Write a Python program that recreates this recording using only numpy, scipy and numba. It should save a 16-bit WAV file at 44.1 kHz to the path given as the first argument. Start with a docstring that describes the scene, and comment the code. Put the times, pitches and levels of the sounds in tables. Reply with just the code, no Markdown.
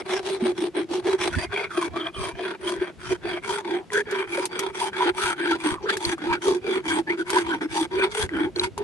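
"""Quick, gritty rubs over a hollow boom: a steel hand rasp on a horse's cheek teeth, outdoors and close by.
Longer pushes and duller pulls follow in turn. Each chip of enamel is an impulse that excites the modes
of jaw and shaft, while the propped-open mouth booms like a jug, as a Helmholtz resonator.
The rasp catches, chatters by stick-slip, knocks on the metal gag and bumps the jaw.
Light wind brushes the microphone over a faint open-air hush."""
import sys
import numpy as np
from scipy import signal
from scipy.fft import rfft, irfft, next_fast_len
from scipy.io import wavfile
from scipy.ndimage import uniform_filter1d, map_coordinates
from numba import njit

SR = 44100
rng = np.random.default_rng(int(sys.argv[2]) if len(sys.argv) > 2 else 0)


def store_pcm(level_fs):
    """Save levels as 16-bit WAV."""
    pcm = np.round(np.clip(level_fs, -1, 1) * 32767).astype(np.int16)
    wavfile.write(sys.argv[1], SR, np.atleast_2d(pcm).T)


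N = 389403
TIME = np.arange(N) / SR

# Strokes of the rasp: start t/s, length/s, grinding level/dB, boom re grinding/dB, brightness/dB,
# mouth resonance f/Hz
RUB_STROKES = [(-0.11, 0.14, -28.5, 2.5, 0, 350), (0.043, 0.18, -32, 6.5, 0, 378),
               (0.207, 0.19, -34, 5, 2.5, 381), (0.389, 0.15, -31.5, 7.5, -1, 366),
               (0.542, 0.16, -36.5, 11.5, 3, 347), (0.732, 0.12, -34, 8, -0.5, 342),
               (0.88, 0.14, -36, 13.5, 1.5, 358), (1.018, 0.162, -31.5, 4.5, -1.5, 371),
               (1.175, 0.14, -28, 3, 2.5, 364), (7.166, 0.072, -38.5, 10.5, 0.5, 346),
               (7.602, 0.071, -36.5, 13, -6, 320)]  # short and quick, over one spot
PUSH_STROKES = [(1.274, 0.2, -35, -3.5, -1, 354), (1.685, 0.21, -33.0, -1.5, -1.5, 348),
                (2.124, 0.21, -37, 2, 2.5, 381), (2.585, 0.2, -35.5, 7, -1.5, 354.6),
                (2.976, 0.2, -37, -5, -3, 358), (3.413, 0.21, -29, -2.5, -3, 399),
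                (3.898, 0.13, -33, 7, 1, 412), (4.258, 0.22, -29.0, 0, -5.5, 367.4),
                (4.72, 0.19, -28.5, -4, -1.5, 387.6), (5.13, 0.224, -28.5, -4, 1, 375.5),
                (5.57, 0.2, -31, 0, -1, 337), (5.969, 0.19, -31, -0.5, -0.5, 339),
                (6.399, 0.1993, -36, 12, -0.5, 358), (6.823, 0.2, -28.0, 2, -2.5, 324),
                (7.245, 0.21, -26.5, 0, -4, 368), (7.68, 0.19, -29.5, 1, 0, 328),
                (8.086, 0.19, -32, -1.5, 2.5, 420), (8.543, 0.15, -37, 8, -2.5, 371)]  # forward: the teeth cut
PULL_STROKES = [(1.487, 0.2, -31, -4, -2, 400), (1.894, 0.22, -38, 3, -2.5, 334),
                (2.331, 0.24, -33, 0.5, -2, 381), (2.744, 0.18, -37, -2.5, -4.5, 360),
                (3.206, 0.2, -32, -2, -1.5, 357.4), (3.611, 0.21, -34.5, 7, -1, 354),
                (4.05, 0.219, -30.5, 1.5, -3.5, 381.7), (4.476, 0.25, -31.5, -1, 0, 378.4),
                (4.914, 0.21, -26.5, -2, -1, 364), (5.34, 0.25, -32, 5, 3, 341),
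                (5.794, 0.2, -39.5, 14.5, 2.5, 392.6), (6.165, 0.23, -33, 4.5, -1.5, 337),
                (6.609, 0.211, -33, 8, 1.5, 377.4), (7.058, 0.11, -34.5, 8.5, -3, 348),
                (7.409, 0.19, -30, 2.5, -2.5, 324), (7.891, 0.21, -30.5, 6, -0.5, 371.6),
                (8.291, 0.21, -31.5, 7, -5, 318), (8.759, 0.096, -37, 8.5, -9, 401)]  # back: the teeth slide


def rasp():
    """Source and filter: one chipping force drives jaw, shaft and mouth; the strokes set their levels."""
    speed, boom, grind, shaft, grit = strokes()
    scrape_gain, boom_gain = catches()
    force = chipping(speed)
    body = jaw(force)
    hollow = spread(evened(band(body, 576, 2600), 0.11), scattered=0.22)
    grinding = from_db(-0.27) * ring_on(grind, 0.00033) * hollow
    ringing = from_db(0.5) * shaft * spread(evened(band(body, 2740, 4800), 0.094), scattered=0.37)
    gritty = from_db(0.5) * grit * spread(evened(band(body, 4870, 11100), 0.076), scattered=0.45)
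    thudding = from_db(-21) * spread(rms_one(band(force, 196.6, 236, order=2)), scattered=0.067)
    cavity = spread(np.array([mouth(f) for f in force]), scattered=0.049)
    judder = from_db(2.43 * drift(70))  # the jaw is shaken unevenly
    booming = ring_on(boom * boom_gain * judder, 0.0072) * from_db(1.5) * cavity + boom * thudding
    scraping = scrape_gain * (grinding + ringing + gritty) + cheek_pocket(force) + chatter()
    return scraping * from_db([[0.4], [-0.4]]) + booming * from_db([[-0.4], [0.4]])


def strokes(grind_power=0.87, bright_power=1.37):
    """Friction noise grows with pressure and as a power of sliding speed, the treble most steeply."""
    speed, power = np.zeros(N), np.zeros((4, N))
    # strokes, shaft ring re grinding/dB, grit re grinding/dB, growth of pressure along the stroke/dB
    kinds = [(RUB_STROKES, -6, -11, 0.44), (PUSH_STROKES, -5, -7, 8.3), (PULL_STROKES, -6.5, -17, 5.7)]
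    for rows, shaft_db, grit_db, growth_db in kinds:
        for start, length, db, boom_db, bright_db, _ in rows:
            on = slice(max(0, int(start * SR)), int((start + length) * SR))
            travel = np.clip((TIME[on] - start) / length, 0, 1)
            pace = np.sin(np.pi * travel) + 1e-6
            pressure = from_db(db + growth_db * (travel - 0.5))
            bright = from_db(bright_db) * pace ** bright_power
            parts = [from_db(boom_db) * pace, pace ** grind_power,
                     from_db(shaft_db) * bright, from_db(grit_db) * bright]
            power[:, on] += (pressure * np.array(parts)) ** 2  # overlapping strokes add in power
            speed[on] = np.maximum(speed[on], pace)
    boom, grind, shaft, grit = np.sqrt(power)
    return speed, boom, grind, shaft, grit


def chipping(speed, chips_per_s=6000, size_db=2.5, dust=0.25, grabs_per_s=110, grab_s=0.0054):
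    """Brittle fracture: enamel chips off as shot noise. Two rows, for direct and scattered sound."""
    grabs = (rng.random(N) < grabs_per_s / SR) * rng.uniform(0.12, 7.7, N)
    bite = 1 + 0.87 * rms_one(ring_on(grabs + 1e-18, grab_s))  # sudden grabs swell the force
    breaks = rng.random(N) < chips_per_s * (0.3 + speed) / SR
    sizes = from_db(size_db * np.minimum(rng.exponential(1, N), 4))
    chips = rms_one(breaks * sizes * rng.standard_normal((2, N)))
    return bite * (chips + dust * rng.standard_normal((2, N)))


def jaw(force, broad_db=-7.0, wander=0.05, patchy_db=6.5):
    """Modal response: the resonances of jaw and rasp shift and trade strength as the contact travels."""
    # Broad spectrum of the scraping: f/Hz, relative spectral level/dB
    scrape_spectrum = [(290, -99), (500, -14), (922, 3.5), (1130, 3.5), (1510, -1), (1820, 0.5),
                       (2340, 3.5), (2740, -11), (3300, -11), (5190, -32), (8840, -13.5), (10900, -21),
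                       (12000, -78), (15600, -73), (22000, -120)]
    # Modes of jaw, teeth and rasp from three listening places: f/Hz, bandwidth/Hz, relative level/dB
    front_modes = [(750, 230, 10), (1550, 81, -3), (2310, 110, -17), (3340, 150, -4.5), (3840, 130, -9),
                   (5420, 480, -13), (7640, 250, -22), (8800, 170, -7.5)]
    cheek_modes = [(673, 73, 2), (960, 71, -6), (1503, 150, -0.5), (2372, 21, 2), (3275, 110, -6.5),
                   (4620, 34, -14), (5570, 120, -34), (5810, 32, -12.5), (8490, 120, -18),
                   (9160, 63, -15.5)]
    muzzle_modes = [(912, 55, 8.5), (1497, 168, 2), (2265, 41, 0), (3306, 163, -4), (4593, 60, -13.5),
                    (5620, 110, -16.5), (6040, 260, -19.5), (7480, 39, -15.5), (8480, 200, -14.5),
                    (9570, 420, -22)]
    edges = [0, int(1.3 * SR), int(3.4 * SR), N]  # the listening place changes twice
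    out = from_db(broad_db) * coloured(force, scrape_spectrum)
    for modes, first, last in zip([front_modes, cheek_modes, muzzle_modes], edges, edges[1:]):
        on, rings = slice(first, last), 0
        for hz, width, db in modes:
            centre = hz * (1 + wander * drift(14)[on] * min(1, np.sqrt(1000 / hz)))
            gain = from_db(db + patchy_db * drift(18)[on])
            rings = rings + gain * np.array([resonate(f[on], centre, float(width), SR) for f in force])
        out[:, on] += rms_one(rings)
    return out


def mouth(force, width_hz=24.0, skirt_hz=95.0, waver=0.013, steady_s=0.049):
    """Helmholtz resonance: the air in the open mouth booms at a pitch set by the gape."""
    pitches = [(start + length * part, hz)
               for start, length, *_, hz in [*RUB_STROKES, *PUSH_STROKES, *PULL_STROKES]
               for part in (0.25, 0.75)]
    hz = curve(sorted(pitches)) * (1 + waver * drift(22))
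    ring = resonate(force, hz, width_hz, SR)
    return evened(resonate(ring, hz, skirt_hz, SR), steady_s)


def catches(rise_s=0.0086, scrape_s=0.026, boom_s=0.019):
    """Loading and release: the force jumps at an enamel point and relaxes. Gains for scrape and boom."""
    # Catches on enamel points: t/s, change of scrape level/dB, change of boom level/dB
    snags = [(0.12,5,4.5), (0.331,2,1), (.174,5,-4), (.471,-0.5,0), (.756,4,8), (.937,4,-2), (1.056,1,9),
             (1.132,2.5,9), (1.22,1,1), (1.437,7.5,12), (1.533,6,10), (1.773,-1,14), (1.851,5.5,11.5),
             (1.963,8.5,10), (2.069,9.5,-7), (2.403,0,7.5), (2.681,7,-4), (2.819,7,19), (3.111,6,17),
             (3.127,3,12.5), (3.249,1,11.5), (3.437,2.5,-3), (4.125,0,7), (4.197,5,7), (4.42,-0.5,-5),
             (5.054,1,7.5), (5.084,9,13.5), (5.19,1.5,4), (5.519,6,8.5), (5.65,3,13), (5.898,14.5,-3),
             (5.932,15,-7), (6.13,6,16), (6.337,10.5,4), (6.42,14,-5), (6.446,8,5), (6.476,8.5,10),
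             (6.736,6.5,-9), (6.758,2.5,2), (6.896,5.5,1), (6.992,4,8), (7.09,3,-1.5), (7.36,3.5,6),
             (7.616,9,1), (7.815,3,13.5), (8.038,9.5,7), (8.178,4,9), (8.214,5.5,-1.5), (8.4,2.5,4),
             (8.563,9,14), (8.636,12.5,-2)]
    t, scrape, boom = TIME[::20], 0, 0
    for at, scrape_db, boom_db in snags:
        scrape = scrape + scrape_db * gaussian(t - at, np.where(t < at, rise_s, scrape_s))
        boom = boom + boom_db * gaussian(t - at, np.where(t < at, rise_s, boom_s))
    return from_db(np.interp(TIME, t, scrape)), from_db(np.interp(TIME, t, boom))


def cheek_pocket(force, width_hz=120.0, skirt_hz=500.0, waver=0.046, swell_power=0.74):
    """Cavity resonance: the rasp opens a pocket between cheek and teeth, whose note glides with it."""
    # Notes of the pocket: start t/s, length/s, first f/Hz, last f/Hz, level/dB
    glides = [(1.31,0.18,1420,2210,-34.5), (1.52,0.17,2230,2290,-32.5), (1.69,0.22,1400,852,-33.5),
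              (1.92,0.19,1100,1300,-37), (2.14,0.2,1210,990,-36), (3.24,0.17,2200,2100,-38),
              (3.43,0.14,1450,990,-43.5), (3.64,0.21,900,760,-35.5), (3.93,0.095,1450,1730,-23.5),
              (4.05,0.11,1730,1430,-40), (5.17,0.19,1260,1470,-29), (5.37,0.19,1570,1430,-30),
              (5.6,0.26,1130,950,-38), (5.85,0.079,1260,1800,-28), (6.25,0.15,1250,1410,-38),
              (6.42,.16,1300,890,-38), (7.07,.07,1780,2200,-28), (8.33,0.11,1500,1520,-37)]
    pitches, strength = [], 0
    for start, length, first_hz, last_hz, db in glides:
        pitches += [(start, first_hz), (start + length, last_hz)]
        swell = np.sin(np.pi * np.clip((TIME - start) / length, 0, 1))
        strength = strength + from_db(db) * swell ** swell_power
    hz = curve(pitches) * (1 + waver * drift(45))
    rings = [resonate(resonate(f, hz, width_hz, SR), hz, skirt_hz, SR) for f in force]
    return strength * spread(evened(np.array(rings), 0.23), scattered=0.15)


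def chatter(rough=0.035, flutter_db=3.5):
    """Stick-slip oscillation locks on to one resonance and gives a short, ragged near-tone."""
    # Squeals: centre t/s, half length/s, f/Hz, level/dB
    squeals = [(1.346,0.015,1464,-20.5), (1.569,0.016,2320,-22), (2.02,.09,3170,-33.5),
               (2.07,.012,3300,-28.5), (2.159,0.048,3200,-36), (2.682,.025,3230,-29), (3.959,.012,1537,-17),
               (3.981,.012,1746,-18), (4.822,.022,943,-22), (5.021,0.045,970,-22), (5.534,0.036,1410,-20.5),
               (6.318,0.056,937,-22.5), (6.915,.024,1537,-16.5), (7.207,0.036,1508,-26),
               (7.37,0.021,960,-16), (7.525,.052,1540,-21.5), (7.785,0.063,919,-22.5),
               (8.012,0.032,1520,-22), (8.014,0.077,2400,-25.5), (8.038,0.017,3350,-31)]
    out = np.zeros(N)
    waver = 1 + rough * drift(450)
    flutter = from_db(flutter_db * drift(220))
    for at, half_s, hz, db in squeals:
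        on = np.flatnonzero(np.abs(TIME - at) < half_s)
        swell = np.cos(np.pi / 2 * (TIME[on] - at) / half_s) ** 4
        out[on] += from_db(db) * swell * np.sin(2 * np.pi * np.cumsum(hz * waver[on]) / SR)
    return out * flutter


def gag_clinks(ring_db=20.0, ring_t60=0.018, knock_db=-8.0, knock_t60=0.027, crack_db=23.0, crack_t60=0.05):
    """Hard impact: steel on steel excites a wide band of modes, damped quickly by lips and hand."""
    # Knocks on the gag: t/s, base level of knock and ring/dB, ring f/Hz, base level of crack/dB
    impacts = [(1.5618, -38, 2250, -88), (3.9035, -46, 1940, -79), (3.9316, -40, 1560, -49),
               (4.1111, -50, 1580, -55.5), (4.4543, -37.5, 8700, -44.5), (4.5918, -36, 1320, -43.5),
               (5.9693, -39, 1710, -48.5), (6.0512, -29.5, 4356, -50), (6.1807, -46, 1206, -71),
               (7.302, -37, 1440, -44), (8.2921, -41.5, 1970, -75), (8.5607, -38, 4248, -82),
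               (8.5964, -26.5, 4050, -73), (8.7779, -37.5, 971, -54)]
    out, t = np.zeros((2, N + SR)), TIME[:SR // 8]
    for at, db, hz, treble_db in impacts:
        noise = spread(rng.standard_normal((2, len(t))), scattered=0.64)
        crack = rms_one(band(noise, 1100, 10200, order=1)) * decay(t, treble_db + crack_db, crack_t60)
        knock = rms_one(band(noise, hz / 2, hz * 2, order=2)) * decay(t, db + knock_db, knock_t60)
        ring = np.sin(2 * np.pi * hz * t) * decay(t, db + ring_db, ring_t60)
        first = int(at * SR)
        out[:, first:first + len(t)] += crack + knock + ring
    return out[:, :N]


def jaw_bumps(rise_s=0.0023):
    """Soft impact: each blow leaves one low mode in damped free vibration."""
    # Blows on the jaw: t/s, f/Hz, level/dB, decay time t60/s
    blows = [(0.423, 235, -14, 0.14), (4.379, 550, -13.5, 0.056)]
    out = np.zeros(N)
    for at, hz, db, t60 in blows:
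        t = np.clip(TIME - at, 0, 1)
        out += np.sin(2 * np.pi * hz * t) * (1 - np.exp(-t / rise_s)) * decay(t, db, t60)
    return out


def wind(breeze_db=-64, gain_db=4.5, buffet_db=7.2):
    """Turbulence: eddies press on the microphone as a lumpy rumble, partly separate in each channel."""
    # Spectrum of the eddies: f/Hz, relative spectral level/dB
    eddy_spectrum = [(20, -15), (60, 4.5), (110, 3), (200, -6), (290, -3), (480, -60)]
    # Gusts: centre t/s, half width/s, relative level/dB
    gusts = [(1.405, 0.1, -40.5), (2.213, .12, -51), (3.194, 0.11, -43.5), (7, 1.17, -60.5),
             (8.477, 0.3, -46)]
    eddies = band(coloured(rng.standard_normal((2, N)), eddy_spectrum), 34, 260, order=2)
    flow = from_db(breeze_db) + sum(from_db(db) * gaussian(TIME - at, half) for at, half, db in gusts)
    return flow * from_db(gain_db + buffet_db * drift(29)) * spread(rms_one(eddies), scattered=0.44)


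def open_air(level_db=-49.5):
    """Ambient noise: the steady hush of an open paddock, partly coherent between the ears."""
    # Spectrum of the hush: f/Hz, relative spectral level/dB
    hush_spectrum = [(40, -19), (150, 6.5), (400, 0), (1000, -12.5), (3000, -17), (11000, -30.5)]
    return from_db(level_db) * spread(coloured(rng.standard_normal((2, N)), hush_spectrum), scattered=0.23)


def from_db(db):
    """Amplitude ratio of a level."""
    return 10 ** (np.asarray(db) / 20)


def rms_one(x):
    """Normalisation to unit rms."""
    return x / np.sqrt(np.mean(x ** 2) + 1e-20)


def decay(t, db, t60):
    """Exponential damping: the level falls from db by 60 dB every t60 seconds."""
    return from_db(db - 60 * t / t60)


def gaussian(t, width):
    """Gaussian pulse, down to 1/e at t = width."""
    return np.exp(-np.minimum((t / width) ** 2, 20))


def curve(rows):
    """Linear interpolation through (t/s, value) points."""
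    return np.interp(TIME, *np.transpose(rows))


def drift(rate):
    """Random modulation of unit rms that takes a new value rate times a second."""
    return rms_one(np.interp(TIME * rate, np.arange(8000), rng.standard_normal(8000)))


def band(x, low_hz, high_hz, order=4):
    """Band-pass filtering with a flat top."""
    return signal.sosfilt(signal.butter(order, [low_hz, high_hz], "band", fs=SR, output="sos"), x)


def coloured(x, points):
    """Spectral shaping through (f/Hz, level/dB) points, to unit rms."""
    hz, db = np.transpose(points)
    size = next_fast_len(N)
    log_hz = np.log(np.maximum(np.fft.rfftfreq(size, 1 / SR), 1))
    gain = from_db(np.interp(log_hz, np.log(hz), db))
    return rms_one(irfft(rfft(x, size) * gain, size)[..., :N])


def evened(x, seconds):
    """Division by the running rms holds the level at 1 and keeps grain finer than seconds."""
    size = int(seconds * SR / 2) + 1
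    power = np.mean(np.atleast_2d(x) ** 2, axis=0)
    return x / np.sqrt(np.abs(uniform_filter1d(uniform_filter1d(power, size), size)) + 1e-12)


@njit
def resonate(x, hz, width, rate):
    """Driven damped oscillator with a moving centre frequency and unit peak gain."""
    y, r = np.zeros(len(x)), np.exp(-np.pi * width / rate)
    for i in range(2, len(x)):
        drive = (1 - r * r) / 2 * (x[i] - x[i - 2])
        y[i] = drive + 2 * r * np.cos(2 * np.pi * hz[i] / rate) * y[i - 1] - r * r * y[i - 2]
    return y


def ring_on(level, seconds):
    """First-order lag: a resonance swells and dies a little after its drive."""
    keep = np.exp(-1 / (seconds * SR))
    return signal.lfilter([1 - keep], [1, -keep], level)


def spread(pair, scattered):
    """Interaural coherence: direct sound is alike in both ears, the scattered share of power is not."""
    return np.sqrt(1 - scattered) * pair[0] + np.sqrt(scattered) * pair[1] * np.array([[1], [-1]])


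def scene():
    """Superposition of the sources; the far ear hears the mouth a little later."""
    # Interaural time difference of the mouth: t/s, lead of the left ear/ms
    left_lead = [(0, 0.012), (2.6, 0.05), (4.3, 0.11), (7.4, 0.16), (8.8, 0.13)]
    left, right = rasp() + gag_clinks() + jaw_bumps()
    delay = curve(left_lead) * SR / 1000
    right = map_coordinates(right, [np.arange(N) - delay], order=3)
    return np.array([left, right]) + wind() + open_air()


def record(dry, ceiling=0.6, cutoff_hz=11500):
    """Soft saturation rounds the highest peaks, and a steep low-pass limits the bandwidth."""
    rounded = ceiling * np.tanh(dry / ceiling)
    return signal.sosfilt(signal.ellip(10, 0.3, 80, cutoff_hz, fs=SR, output="sos"), rounded)


dry = scene()
out = record(dry)
store_pcm(out)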